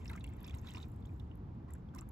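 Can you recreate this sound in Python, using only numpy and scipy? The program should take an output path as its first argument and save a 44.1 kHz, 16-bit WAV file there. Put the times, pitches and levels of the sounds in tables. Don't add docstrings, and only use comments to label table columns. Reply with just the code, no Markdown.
import sys
import numpy as np
from scipy import signal
from scipy.fft import rfft, irfft, next_fast_len
from scipy.io import wavfile
from scipy.ndimage import uniform_filter1d

SR = 44100
rng = np.random.default_rng(int(sys.argv[2]) if len(sys.argv) > 2 else 0)


def transcribe(u):
    v = np.clip(np.atleast_2d(u).T, -1, 1)
    q = np.round(v * 32767).astype(np.int16)
    wavfile.write(sys.argv[1], SR, q)


N = 93227

# t/s, fizz of small bubbles level/dB, spray level/dB (before the port colour)
SPLASH_LEVELS = [(0, -69, -69), (.05, -68, -80), (.18, -69, -74), (.22, -73, -84), (.41, -67.5, -80),
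                 (.45, -62.5, -80), (.57, -69, -76), (.61, -72, -81), (.67, -60, -68.5),
                 (.84, -64.5, -72.5), (.88, -80.5, -81), (1.04, -82, -88), (1.12, -82.5, -81.5),
                 (1.66, -89, -110.5), (1.72, -73.5, -81), (1.8, -88, -87), (1.92, -99, -113),
                 (1.98, -68.5, -85), (2.04, -83, -86)]


def amp(db):
    return 10 ** (np.asarray(db) / 20)


def unit(x):
    return x / np.sqrt(np.mean(x ** 2) + 1e-20)


def along(points, hz):
    f, value = np.transpose(points)
    return np.interp(np.log(hz + 1), np.log(f + 1), value)


def curves(rows):
    s, *columns = np.transpose(rows)
    return [np.interp(np.arange(N) / SR, s, column) for column in columns]


def filtered(x, response):
    m = next_fast_len(N + 8192)
    spectrum = rfft(x, m) * response(np.fft.rfftfreq(m, 1 / SR))
    return irfft(spectrum, m)[..., :N]


def ports(pair, lag, pan):
    def half(hz):
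        level = amp(along(pan, hz) / 2)
        return level * np.exp(-.5j * np.interp(hz, *np.transpose(lag)))

    return filtered(pair, lambda hz: np.array([half(hz), 1 / half(hz)]))


def place(start_s, shapes):
    first = np.round(np.asarray(start_s) * SR).astype(int)[:, None]
    at = first + np.arange(shapes.shape[1])
    return np.bincount(np.clip(at, 0, N).ravel(), shapes.ravel(), N + 1)[:N]


def outdoors():
    level_db, fade_db_per_s = -46, 0.7
    # f/Hz, level/dB per Hz
    air_colour = [(20, -31.5), (38, -9.5), (52, -2.5), (70, 2.5), (100, -2), (210, -10), (320, -16),
                  (450, -23.5), (600, -29), (900, -26.5), (1300, -35.5), (2000, -45), (3500, -52.5),
                  (7000, -64), (9200, -74), (11000, -67), (14400, -67.5), (15200, -82)]
    # f/Hz, correlation [-1 to 1]
    air_alike = [(60, .98), (290, 0.95), (600, 0.1), (1400, 0.6), (3300, 0.28), (8000, 0.14), (10500, 0.97)]
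    # f/Hz, phase/rad
    air_lag = [(80, 0), (500, 1), (900, 2), (2600, 0), (7500, -.4), (9000, -3.1), (11700, -6.3),
               (14400, -9.6)]
    # f/Hz, level/dB
    air_pan = [(300, 0), (650, -0.5), (1200, -0.5), (5000, -4.5), (9000, 0)]

    def mid_side(hz):
        turn = np.arccos(np.clip(along(air_alike, hz), -1, 1)) / 2
        return amp(along(air_colour, hz)) * [np.cos(turn), np.sin(turn)]

    mid, side = filtered(rng.standard_normal((2, N)), mid_side)
    traffic = unit(ports(np.array([mid + side, mid - side]), air_lag, air_pan))
    from_middle_s = (np.arange(N) - N / 2) / SR
    return amp(level_db - fade_db_per_s * from_middle_s) * traffic


def scattered(x, db, t60):
    # f/Hz, phase/rad
    cup_lag = [(0, 0), (860, -2.5), (1200, -.8), (2300, 1.5), (2900, 2), (4000, 1), (7500, -.8),
               (9000, -3.1), (11700, -6.3), (14400, -9.6), (16000, -11.6)]
    # f/Hz, level/dB
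    cup_pan = [(800, -4), (2300, 0.5), (3000, -5.5), (5500, -9.5), (8000, 0)]
    step = 2048
    diffuse = np.zeros((2, N + 8192))
    fade = amp(-60 * np.arange(step) / SR / t60)
    for i in range(0, N, step):
        echo = rng.standard_normal((2, step)) * fade
        answer = signal.fftconvolve(x[None, i:i + step], echo, axes=1)
        diffuse[:, i:i + answer.shape[1]] += answer / np.linalg.norm(fade)
    return ports(x, cup_lag, cup_pan) + amp(db) * diffuse[:, :N]


def grains(count, hz, spread, cycles, scatter_db):
    u, t = rng.random((count, 3)), np.arange(400) / SR
    f = np.clip(hz * np.exp(spread * rng.standard_normal((count, 1))), 600, 16000)
    size = amp(-scatter_db * np.log(u[:, 1:2]))
    decay = amp(-60 * t * f / (3 * cycles))
    return unit(place(u[:, 0] * N / SR, size * np.sin(2 * np.pi * f * t) * decay))


def fizz():
    # f/Hz, width/Hz, boost/dB
    cup_air = [(1020, 130, 16.5), (2400, 1770, 13), (3645, 390, 7.5)]
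    fizz_db, _ = curves(SPLASH_LEVELS)
    small = grains(count=5000, hz=2580, spread=0.69, cycles=20, scatter_db=3.2)

    def cup(f):
        return amp(sum(db / (1 + (2 * (f - centre) / width) ** 2) for centre, width, db in cup_air))

    return amp(fizz_db) * unit(filtered(small, cup))


def spray():
    _, spray_db = curves(SPLASH_LEVELS)
    return amp(spray_db) * grains(count=7000, hz=9160, spread=0.46, cycles=3.2, scatter_db=2.8)


def bubbles():
    # t/s, level/dB, f/Hz (pitch at the end of the hold)
    trapped = [(0.0442, -67, 2020), (0.0561, -49, 2600), (0.0788, -51.5, 5300), (0.0936, -55, 3710),
               (0.097, -60, 903), (0.0977, -51, 2095), (0.0988, -51, 1640), (0.1095, -54, 1325),
               (0.113, -52, 891), (0.131, -59, 3950), (0.133, -54.5, 2570), (0.1311, -55.5, 1823),
               (0.1334, -54.5, 1330), (0.1517, -48.5, 1220), (0.173, -58, 1650), (0.176, -54, 2130),
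               (0.2076, -56, 3570), (0.2422, -48.5, 2690), (0.26, -62, 2250), (0.2749, -57.5, 3210),
               (0.4433, -52.5, 3500), (0.4463, -54, 5160), (0.4613, -57.5, 2440), (0.4815, -52.5, 3400),
               (0.4955, -54.5, 2420), (0.5308, -60, 1370), (0.539, -57.5, 1990), (0.5419, -57, 3720),
               (0.5415, -56.5, 2880), (0.552, -55, 902), (0.5867, -64.5, 5630), (0.6437, -59, 1326),
               (0.66, -66, 3700), (0.665, -61, 1340), (0.6707, -50, 3470), (0.6857, -51, 3840),
               (0.6868, -53, 2600), (0.801, -58, 3600), (0.6991, -53, 3000), (0.7153, -56.5, 3750),
               (0.7472, -47.5, 2710), (0.749, -53.5, 954), (0.759, -54, 5500), (0.7689, -51, 1004),
               (0.769, -51, 2600), (0.771, -56, 3630), (0.7808, -53.5, 3730), (0.7854, -58.5, 1348),
               (0.8128, -58, 3850), (0.8274, -48.5, 3680), (0.838, -65, 3720), (1.024, -69, 3460),
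               (1.0526, -61.5, 3350), (1.07, -67, 3660), (1.197, -66.5, 2840), (1.198, -59, 3600),
               (1.682, -58, 1033), (1.701, -64.5, 1930), (1.708, -62.5, 1074), (1.7513, -59.5, 1647),
               (1.887, -69.5, 3310), (1.938, -58, 1296), (1.9471, -58, 1140), (1.9476, -62, 5600),
               (1.9572, -54, 1008), (1.9771, -62, 1860), (1.985, -56.5, 1154), (1.985, -53, 2690),
               (1.9856, -60.5, 3920), (1.9884, -51, 5710), (2.0155, -55.5, 1063)]
    attack, hold, t60 = 0.78, 6.03, 65
    rise_hz, rough_rad = 11.45, 0.79
    slap_db, slap_octaves, slap_t60_s = -13.5, 1, 0.045
    s, db, hz = np.transpose(trapped)[:, :, None]
    t, f = np.arange(1600) / SR, np.fft.rfftfreq(1600, 1 / SR)
    noise = rng.standard_normal((len(s), 2, 1600))

    cycle = hz * t
    envelope = (1 - np.exp(-cycle / attack)) * amp(-60 * np.maximum(cycle - hold, 0) / t60)
    shake = rough_rad * uniform_filter1d(noise[:, 0], size=100, axis=1) * 10
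    phase = 2 * np.pi * cycle * (1 + rise_hz / hz * (cycle / 2 - hold)) + shake
    ring = envelope * np.sin(phase)

    band = np.exp(-(np.log2((f + 1) / hz) / slap_octaves) ** 2)
    slap = irfft(rfft(noise[:, 1]) * band)
    slap = slap / slap.std(axis=1, keepdims=True) * amp(slap_db - 60 * t / slap_t60_s)
    return place(s[:, 0], amp(db) * (ring + slap))


def ticks():
    # t/s, level/dB (before the envelope and port colour), f/Hz (band centre)
    strikes = [(0.0463, -56, 7800), (0.054, -56, 8100), (0.0656, -57, 8250), (0.097, -49.5, 9500),
               (0.1134, -55, 11000), (0.133, -55, 8700), (0.1612, -50, 7200), (0.1967, -60.5, 9000),
               (0.2407, -45.5, 9200), (0.266, -54.5, 10000), (0.289, -58.5, 8400), (0.299, -59, 13900),
               (0.336, -60.5, 8100), (0.3664, -60, 11700), (0.4052, -54, 11400), (0.4146, -69, 14200),
               (0.43, -51.5, 11100), (0.4667, -55, 12000), (0.4772, -49, 7300), (0.4954, -50.5, 5030),
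               (0.5487, -51.5, 9100), (0.5575, -62, 7100), (0.5735, -59.5, 11500), (0.5844, -53.5, 6600),
               (0.5956, -64, 13400), (0.6143, -59, 11900), (0.69, -55.5, 11400), (0.707, -53, 7700),
               (0.7363, -47.5, 6650), (0.779, -57, 6200), (0.822, -57, 6700), (0.857, -63, 13800),
               (0.884, -58.5, 13400), (0.938, -64, 14800), (0.8996, -63, 13000), (0.917, -59, 9500),
               (0.9605, -62, 9700), (1.0025, -72, 14100), (1.037, -73, 14000), (1.056, -59, 7700),
               (1.0613, -67, 12100), (1.089, -69.5, 12600), (1.1377, -65.5, 13400), (1.162, -70, 7500),
               (1.178, -73, 12500), (1.196, -64.5, 10300), (1.3547, -61.5, 11500), (1.373, -68, 13100),
               (1.706, -54.5, 8600), (1.7356, -45.5, 9100), (1.7507, -62, 8900), (1.9488, -46.5, 8400),
               (1.9605, -55, 7900), (1.965, -57, 11300), (1.984, -48.5, 8640), (1.993, -70, 6640),
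               (2.0099, -48, 8450), (2.0892, -47.5, 10300)]
    t60_s, rise_s = .0105, .0008
    width_hz, broad_db, low_hz = 1800, -11, 6000
    s, db, hz = np.transpose(strikes)
    t, f = np.arange(512) / SR, np.fft.rfftfreq(512, 1 / SR)
    band = np.exp(-((f - hz[:, None]) / width_hz) ** 2)
    broad = amp(broad_db) / (1 + (low_hz / (f + 1)) ** 6)
    noise = irfft(rfft(rng.standard_normal((len(s), 512))) * (band + broad))
    noise /= noise.std(axis=1, keepdims=True)
    envelope = amp(-60 * t / t60_s) * (1 - np.exp(-t / rise_s)) * 2
    return place(s, amp(db)[:, None] * noise * envelope)


def water():
    # f/Hz, level/dB
    port_colour = [(5000, -12.5), (7800, 0), (9500, -13), (11500, -1.5), (13500, -6), (15000, 0.5),
                   (16200, -23)]
    treble = filtered(ticks() + spray(), lambda hz: amp(along(port_colour, hz)))
    low = scattered(bubbles() + fizz(), db=-6.5, t60=.04)
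    high = scattered(treble, db=-7, t60=.012)
    return low + high


def scene():
    return water() + outdoors()


def record(dry):
    return filtered(dry, lambda hz: hz < 16400)


dry = scene()
out = record(dry)
transcribe(out)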